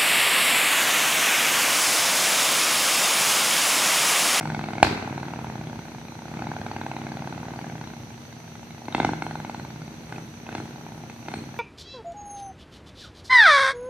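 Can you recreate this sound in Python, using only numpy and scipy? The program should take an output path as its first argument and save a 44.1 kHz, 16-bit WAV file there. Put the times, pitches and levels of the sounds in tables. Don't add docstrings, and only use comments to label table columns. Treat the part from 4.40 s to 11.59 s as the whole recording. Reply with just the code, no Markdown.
import sys
import numpy as np
from scipy import signal
from scipy.io import wavfile
from scipy.ndimage import uniform_filter1d

SR = 44100
rng = np.random.default_rng(int(sys.argv[2]) if len(sys.argv) > 2 else 0)


def digitize_waveform(pressure):
    field = np.atleast_2d(pressure).T
    bounded = np.clip(field, -1, 1)
    quanta = np.round(bounded * 32767).astype(np.int16)
    wavfile.write(sys.argv[1], SR, quanta)


N = 317079

# (time [s], speed [engine cycles per s])
SPEED = [(0.0, 22.333), (.45, 20.58), (.55, 20.54), (.65, 19.8), (1.12, 17.976), (1.73, 14.024),
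         (1.87, 16.197), (2.08, 21.724), (2.13, 20.359), (3.24, 18.669), (3.7, 13.807), (4.08, 13.02),
         (4.18, 13.3), (4.29, 12.85), (4.4, 13.9), (4.44, 15.75), (4.52, 15.031), (4.65, 23.318),
         (4.93, 22.316), (5.62, 14.644), (5.67, 18.715), (5.83, 15.2), (6.34, 19.652), (6.79, 14.993),
         (6.92, 19.721), (7.2, 19.142)]
# (time [s], front crack [dB], snap [dB], thump [dB], crack brightness [dB per octave])
ENGINE_LOAD = [(0, -16.5, -24, -31, -3), (.48, -17, -24, -32.5, -4), (1.1, -21, -27, -33.5, -5),
               (1.55, -28.5, -31.5, -39, -2.5), (1.8, -27, -27.5, -40, -4.5), (1.97, -26, -24.5, -32, -3.5),
               (2.03, -18, -28, -33, -5), (2.4, -18.5, -29.5, -34.5, -3.5), (3.24, -22, -27.5, -35, -5),
               (3.5, -27, -31, -38.5, -2), (3.75, -38.5, -34.5, -44, -1), (4.36, -34.5, -30.5, -44, -3),
               (4.41, -30, -47, -43, -14), (4.75, -15, -56, -37.5, -5.5), (5.15, -22, -48, -36.5, -3),
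               (5.6, -38.5, -40, -41, 0.5), (5.85, -42, -37.5, -45.5, -1), (6.25, -31.5, -36, -38.5, -1.5),
               (6.6, -28.5, -35, -41.5, -7), (6.8, -35.5, -39, -44, -1), (7.19, -27.5, -34, -40, -3.5)]
# (opening time [s], shutting time [s], thump level [dB])
BLIPS = [(4.567, 4.652, -26), (5.717, 5.766, -34), (6.106, 6.173, -31.5), (6.89, 6.978, -34)]
# (time [s], level [dB], brightness [dB per octave], favoured ring [Hz], its lift [dB])
POPS = [(4.484, -15.5, -5, 1500, -3), (4.5492, -7, -2, 2500, 6.5), (4.6019, -3.5, -7, 3780, 12),
        (4.6486, -5.5, -3.5, 2680, 4), (4.692, -11, -11, 1500, 4), (4.78, -32, -17, 800, 2),
        (4.823, -13, -2, 4300, -2), (5.725, -24.5, 0, 1500, 4.5), (5.783, -26, -1, 800, 2.5),
        (6.091, -24, -2, 1500, 4), (6.1518, -17, -1, 3550, 6), (6.2026, -22, -4, 1500, 4),
        (6.699, -29, 0, 2390, 10), (6.8851, -20, -1, 2700, 5.5), (6.94, -17, -1, 4000, 4)]
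CRACKLES = [(4.4555, -31, -1, 4200, 9), (4.526, -29, 0.5, 3700, 18), (4.582, -17, -14, 4300, 7),
            (4.5895, -25, -16, 800, 0), (4.631, -17, -3, 3700, -2), (4.675, -29, -7, 800, -4),
            (5.701, -43, 3, 4280, 8), (5.7605, -38, -1, 2600, 17), (6.0668, -30, -3, 2500, 15),
            (6.1275, -30, -1, 2500, 10), (6.182, -24, -4.5, 2100, 7), (6.861, -36, -1, 2600, 7),
            (6.917, -27, -1.5, 3900, 10)]
# (frequency [Hz], width [Hz], level [dB])
PIPE_MODES = [(825, 350, -3.5), (1474, 480, -5), (2089, 240, -9), (2600, 576, -8), (3616, 410, -12),
              (4280, 230, -14.5), (5940, 1700, -9), (7970, 2000, -12)]
# (frequency [Hz], width [Hz], level [dB])
MUFFLER_MODES = [(116.6, 86, -3), (128.2, 129, 2), (316, 215, -4.5), (197, 162, -10.5)]
# (frequency [Hz], width [Hz], level [dB])
PUSH_MODES = [(281, 159, -4)]
# (frequency [Hz], lift [dB])
TICK = (4350, 4)
# (time [s], level [dB])
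BACKFIRE = (0.4276, 7.1)
BANG_COLOUR = [2, 6, -18, 7, -8, 7, -8, 7]
# (frequency [Hz], relative level [dB per Hz])
BANG_ROLL = [(88, -7), (150, -7.5), (327, -7), (359, -5), (410, -5), (545, -20), (782, -8.5), (1260, -20),
             (1490, -12), (1740, -20.5), (2350, -11.5), (2840, -25.5), (4320, -17), (5220, -26.5),
             (14000, -45)]
# (frequency [Hz], time to fall 60 dB [s])
BANG_ROLL_T60 = [(300, 0.71), (1500, 1), (4000, 0.53), (10000, 0.46)]
# (frequency [Hz], relative level [dB per Hz])
ROAR = [(200, -1), (350, 2), (800, 0), (1200, -7), (2400, -9.5), (3200, -20.5), (6000, -23.5),
        (12000, -107)]
# (delay [s], level [dB], low-pass corner [Hz])
ROAD_BOUNCE = (0.001239, -10, 8100)
# (delay [s], level [dB])
ECHOES = [(.0087, -26), (0.019, -18), (0.041, -23)]
# (frequency [Hz], time to fall 60 dB [s], level [dB], left-right likeness [0 to 1])
STREET = [(119, 0.26, -5.5, 0.99), (323, 0.6, -7, 0.96), (860, 1, -16.5, 0.2), (1550, 1, -7, 0.03),
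          (2570, 0.59, -6, 0.14), (4300, 0.51, 0, .1), (6400, 0.82, -1, 0.066), (8300, 0.38, 0, 0.041),
          (10000, 0.49, 8, 0.035)]
# (frequency [Hz], relative level [dB per Hz])
HUM = [(18, -48), (30, -69), (80, -2), (150, -3.5), (401, -15.5), (786, -16), (1190, -22.5), (2460, -23.5),
       (2950, -25), (3720, -27), (5210, -35.5), (5930, -45), (6930, -36.5), (14700, -38)]
# (frequency [Hz], left-right likeness [0 to 1])
HUM_LIKENESS = [(100, 1), (600, 0.54), (1500, 0.014), (4000, 0.026), (9000, 0.052)]
# (frequency [Hz], left minus right [dB])
HUM_BALANCE = [(60, -0.5), (150, 0), (380, 1), (940, 0.5), (2350, 3), (5870, -11), (14700, 5.5)]
# (frequency [Hz], spread of pitch wander [Hz], mean level [dB])
HUM_TONES = [(160, 1.5, -59), (233.5, 0.3, -50.5)]
# (frequency [Hz], width [Hz], mean level before stereo balance [dB])
INSECTS = [(6037, 460, -57.5), (4290, 820, -63)]

FIRST_CYCLE, REAR_PLACE = -0.255, 405 / 720
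PULSE_LEAD_S = 0.0014
REAR_LAG_S, SNAP_LEAD_S = 0.00425, 0.0068
FRONT_THUMP_LEAD_S, REAR_THUMP_LEAD_S = 0.0019, 0.002
UNEVEN_DB, SNAP_BITE = 1.0, 1.36
REAR_UNDER_DB, REAR_BLIP_DB, REAR_LEAD_S, REAR_FALL_DB_PER_S = -27, -11, 0.049, 198
BLIP_RISE_DB_PER_S, BLIP_FALL_DB_PER_S = 227, 93
BLIP_THUMP_BITE = 0.42
FRONT_THUMP_DB, REAR_THUMP_DB, SNAP_THUMP_DB = 7, 6.5, 2.5
POP_THUMP_DB = -4.5
BLAST_S, SHOCK_HZ, JET_HZ = 0.0012, 1170, 1500
ROUGH, BANG_ROUGH = 0.61, 0.3
FAVOUR_OCTAVES = 0.22
PITCH_WOBBLE = 0.05
BANG_SHOCK_DB, BANG_LOW_HZ, BANG_HIGH_HZ = -24, 6500, 9000
BANG_BITE, BANG_THUMP_DB = -0.05, -22.5
BANG_PITCH, BANG_LATE_S = 0.95, 0.0008
BANG_ROLL_DB, ROLL_GRAIN_DB = -33.5, 0.8
ROAR_DB, HUM_DB = -11, -45.5
LEFT_LAG_S = 0.00006
MIC_CUT_HZ, CUTOFF_HZ, KNEE = 67.7, 15200, 5


def engine():
    firings = firing_times()
    t, front_db, snap_db, load_db, bite = np.transpose(ENGINE_LOAD)
    front_db, snap_db, load_db, bite = [np.interp(firings, t, c) for c in (front_db, snap_db, load_db, bite)]
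    front_uneven, snap_uneven, rear_uneven = UNEVEN_DB * rng.normal(0, 1, (3, len(firings)))
    rear_blip_db = REAR_BLIP_DB + blips_db(firings, REAR_LEAD_S, REAR_FALL_DB_PER_S)
    rear_db = np.maximum(front_db + REAR_UNDER_DB + rear_uneven, rear_blip_db)
    front_db, snap_db = front_db + front_uneven, snap_db + snap_uneven

    front, popped = firings.copy(), np.zeros(len(firings), bool)
    for pop_s, *_ in POPS:
        k = np.argmin(abs(front - pop_s))
        front[k], popped[k] = pop_s, True
    front = front - PULSE_LEAD_S
    rear = front + REAR_PLACE * np.diff(front, append=2 * front[-1] - front[-2])
    snap, rear = rear - SNAP_LEAD_S, rear + REAR_LAG_S

    crack_times = np.r_[front[~popped], snap, rear]
    crack_db = np.r_[front_db[~popped], snap_db, rear_db]
    crack_bite = np.r_[bite[~popped], bite + SNAP_BITE, bite]
    cracks = struck(crack_times, crack_db, PIPE_MODES, spread_db=1.4, rough=ROUGH,
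                    bite=crack_bite, favour=TICK, wobble=PITCH_WOBBLE)

    thump_db = thump_level(firings)
    rise = BLIP_THUMP_BITE * (thump_db - load_db)
    thump_db = thump_db - rise
    rear_thump = struck(rear - REAR_THUMP_LEAD_S, thump_db + REAR_THUMP_DB, MUFFLER_MODES,
                        spread_db=1.0, rough=0.017, bite=rise, wobble=PITCH_WOBBLE)
    other_times = np.r_[front - FRONT_THUMP_LEAD_S, snap - REAR_THUMP_LEAD_S]
    other_db = np.r_[thump_db + FRONT_THUMP_DB, thump_db + SNAP_THUMP_DB]
    other_thumps = struck(other_times, other_db, MUFFLER_MODES,
                          spread_db=0.7, rough=0.03, bite=np.r_[rise, rise])
    pop_cracks, pop_pushes = pops_and_crackles()
    return rear_thump - other_thumps - pop_pushes - off_road(cracks + pop_cracks)


def firing_times():
    margin = SR // 10
    s = np.arange(-margin, N + margin) / SR
    cycles = np.cumsum(np.interp(s, *np.transpose(SPEED))) / SR
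    cycles = cycles - cycles[margin] + FIRST_CYCLE
    return np.interp(np.arange(np.ceil(cycles[0]), cycles[-1]), cycles, s)


def pops_and_crackles():
    s, db, bright, *favour = np.transpose(POPS + CRACKLES)
    cracks = struck(s - PULSE_LEAD_S, db, PIPE_MODES, spread_db=0.5, rough=ROUGH, bite=bright, favour=favour)
    s, db, *_ = np.transpose(POPS)
    pushes = struck(s - PULSE_LEAD_S, db + POP_THUMP_DB, PUSH_MODES, spread_db=1.0, rough=0)
    return cracks, pushes


def thump_level(t):
    s, *_, thump_db, _ = np.transpose(ENGINE_LOAD)
    return np.maximum(np.interp(t, s, thump_db), blips_db(t, lead_s=0, fall_db_per_s=BLIP_FALL_DB_PER_S))


def blips_db(t, lead_s, fall_db_per_s):
    levels = []
    for opens, shuts, db in BLIPS:
        before = np.maximum(opens - lead_s - t, 0)
        after = np.maximum(t - shuts + lead_s, 0)
        levels.append(db - BLIP_RISE_DB_PER_S * before - fall_db_per_s * after)
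    return np.max(levels, axis=0)


def struck(times, db, modes, spread_db, rough, bite=0, favour=(1000, 0), wobble=0):
    at = np.round(np.asarray(times) * SR).astype(int)
    keep = (at >= 0) & (at < N)
    chance = rng.normal(0, 1, (len(at), len(modes)))
    pitch_shift = rng.integers(-1, 2, (len(at), len(modes)))
    r, soft = np.exp(-1 / (BLAST_S * SR)), np.exp(-2 * np.pi * SHOCK_HZ / SR)
    hiss = filtered(rng.standard_normal((2, N)), 2, JET_HZ, "high")
    turbulence = rough * 2 * (1 - r) ** (3 / 2) * hiss
    out = np.zeros(N)
    for k, (hz, width_hz, level_db) in enumerate(modes):
        octaves = np.log2(hz / modes[0][0])
        lift_db = favour[1] * np.exp(-(np.log2(hz / favour[0]) / FAVOUR_OCTAVES) ** 2)
        scatter_db = spread_db * (1 + octaves / 3) * chance[:, k]
        sizes = from_db(db + level_db + bite * octaves + lift_db + scatter_db)
        for shift in (-1, 0, 1) if wobble else (0,):
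            mine = keep & (pitch_shift[:, k] == shift) if wobble else keep
            clicks = np.full(N, 1e-18)
            clicks[at[mine]] = sizes[mine]
            shock = signal.lfilter([1 - soft], [1, -soft], clicks)
            jet = turbulence[k % 2] * signal.lfilter([1], [1, -2 * r, r * r], clicks)
            height, ring_hz = 2 * np.pi * np.e * width_hz / SR, hz * (1 + shift * wobble)
            ring = resonate_twice(shock + jet, ring_hz, width_hz)
            out += (-1) ** k * height * ring
    return out


def off_road(x):
    delay_s, db, cut_hz = ROAD_BOUNCE
    bounce = filtered(delayed(x, delay_s), 1, cut_hz, "low")
    return (x + from_db(db) * bounce) / (1 + from_db(db))


def backfire():
    s, db = BACKFIRE
    click = 1.0 * (np.arange(N) == int(s * SR))
    shock = filtered(from_db(db + BANG_SHOCK_DB) * click + 1e-18, 2, [BANG_LOW_HZ, BANG_HIGH_HZ], "band")
    rings = []
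    for (hz, width_hz, level_db), lift_db in zip(PIPE_MODES, BANG_COLOUR):
        ring_hz = hz * (BANG_PITCH if hz < 2000 else 1)
        rings.append((ring_hz, width_hz, level_db + lift_db))
    lowest = struck([s], db, rings[:1], spread_db=0.2, rough=0)
    upper = struck([s + BANG_LATE_S], db, rings[1:], spread_db=0.2, rough=BANG_ROUGH, bite=BANG_BITE)
    push = struck([s], db + BANG_THUMP_DB, PUSH_MODES, spread_db=0.3, rough=0)
    bang = push + off_road(shock - lowest - upper)
    roll = rms_one(scatter(lambda hz: (at_hz(BANG_ROLL_T60, hz), at_hz(BANG_ROLL, hz)), step=0.25))
    roll = roll * from_db(ROLL_GRAIN_DB * drift(50)[:roll.shape[1]])
    return walls(bang) + from_db(BANG_ROLL_DB) * signal.fftconvolve(click[None], roll, axes=1)[:, :N]


def roar():
    white = rng.standard_normal((2, 2, N))
    wash = 0
    for k, (hz, sos) in enumerate(octave_bands(step=0.4945)):
        if hz > 150:
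            wash = wash + from_db(at_hz(ROAR, hz)) * signal.sosfilt(sos, white[k % 2])
    mid, side = wash
    side = filtered(side, 2, 900, "high")
    level_db = uniform_filter1d(thump_level(np.arange(N) / SR), size=4000)
    return from_db(level_db + ROAR_DB) * rms_one(mid + side * [[1], [-1]])


def street(x):
    columns = np.array(STREET)
    tail = scatter(lambda hz: [at_hz(columns[:, [0, c]], hz) for c in (1, 2)], step=0.5016)
    return walls(x) + signal.fftconvolve(x[None], tail, axes=1)[:, :N]


def walls(x):
    return x + sum(from_db(db) * delayed(x, delay_s) for delay_s, db in ECHOES)


def scatter(decay_and_db, step):
    t = np.arange(int(0.7 * SR)) / SR
    white, tail = rng.standard_normal((2, 2, len(t))), 0
    for k, (hz, sos) in enumerate(octave_bands(step)):
        t60, db = decay_and_db(hz)
        alike = at_hz(np.array(STREET)[:, [0, 3]], hz)
        mid, side = signal.sosfilt(sos, white[k % 2])
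        size = from_db(db) * np.sqrt(np.log(1000) / (t60 * SR))
        tail = tail + size * two_ears(mid, side, alike) * from_db(-60 * t / t60)
    return tail * (1 - np.exp(-(t / 0.0091) ** 2))


def hum():
    out, white = 0, rng.standard_normal((2, 2, N))
    for k, (hz, sos) in enumerate(octave_bands(step=0.5054)):
        mid, side = signal.sosfilt(sos, white[k % 2])
        flicker_db = 1.2 * drift(20)
        balance_db = at_hz(HUM_BALANCE, hz) * np.array([[0.5], [-0.5]])
        gain = from_db(at_hz(HUM, hz) + flicker_db + balance_db)
        out = out + gain * two_ears(mid, side, at_hz(HUM_LIKENESS, hz))
    return from_db(HUM_DB) * rms_one(out)


def hum_tones():
    out = 0
    for hz, wander_hz, db in HUM_TONES:
        gain = from_db(db + 1.5 * drift(2.8)) * np.sqrt(2)
        phase = 2 * np.pi * np.cumsum(hz + wander_hz * drift(3.45)) / SR
        out = out + gain * np.sin(phase)
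    return out


def insects():
    out = 0
    for hz, width_hz, db in INSECTS:
        band = resonate_twice(rng.standard_normal((2, N)), hz, width_hz)
        gain = from_db(db + 0.54 * drift(5.5) + 0.46 * drift(57))
        out = out + gain * rms_one(band) * from_db([[-2.2], [2.2]])
    return out


def from_db(db):
    return 10 ** (np.asarray(db) / 20)


def rms_one(x):
    return x / np.sqrt(np.mean(x ** 2) + 1e-20)


def at_hz(points, hz):
    table_hz, values = np.transpose(points)
    return np.interp(np.log(hz), np.log(table_hz), values)


def filtered(x, order, cut_hz, kind):
    return signal.sosfilt(signal.butter(order, cut_hz, kind, fs=SR, output="sos"), x)


def delayed(x, delay_s):
    return np.interp(np.arange(N) - delay_s * SR, np.arange(N), x)


def two_ears(mid, side, alike):
    return np.sqrt(1 + alike) * mid + np.sqrt(1 - alike) * side * [[1], [-1]]


def drift(rate_hz):
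    hop = 40
    r = np.exp(-2 * np.pi * rate_hz * hop / SR)
    noise = rng.standard_normal(N // hop + 2002)
    slow = signal.lfilter([1], [1, -2 * r, r * r], noise)[2000:]
    return np.interp(np.arange(N) / hop, np.arange(len(slow)), rms_one(slow))


def resonate(x, hz, width_hz):
    r, w = np.exp(-np.pi * width_hz / SR), 2 * np.pi * hz / SR
    return signal.lfilter([np.sin(w)], [1, -2 * r * np.cos(w), r * r], x + 1e-18)


def resonate_twice(x, hz, width_hz):
    return resonate(resonate(x, hz, width_hz), hz, width_hz)


def octave_bands(step):
    edges = np.minimum(30 * 2 ** np.arange(0, 9.1, step), 16000)
    return [(np.sqrt(low * high), signal.butter(2, [low, high], "band", fs=SR, output="sos"))
            for low, high in zip(edges, edges[1:])]


def scene():
    left, right = street(engine()) + backfire()
    left = delayed(left, LEFT_LAG_S)
    return np.array([left, right]) + roar() + hum() + hum_tones() + insects()


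def record(dry):
    x = filtered(dry, 6, MIC_CUT_HZ, "high")
    overloaded = np.clip(1.05 * x / (1 + abs(x) ** KNEE) ** (1 / KNEE), -1, 1)
    return signal.sosfilt(signal.cheby2(24, 80, CUTOFF_HZ, fs=SR, output="sos"), overloaded)


dry = scene()
out = record(dry)
digitize_waveform(out)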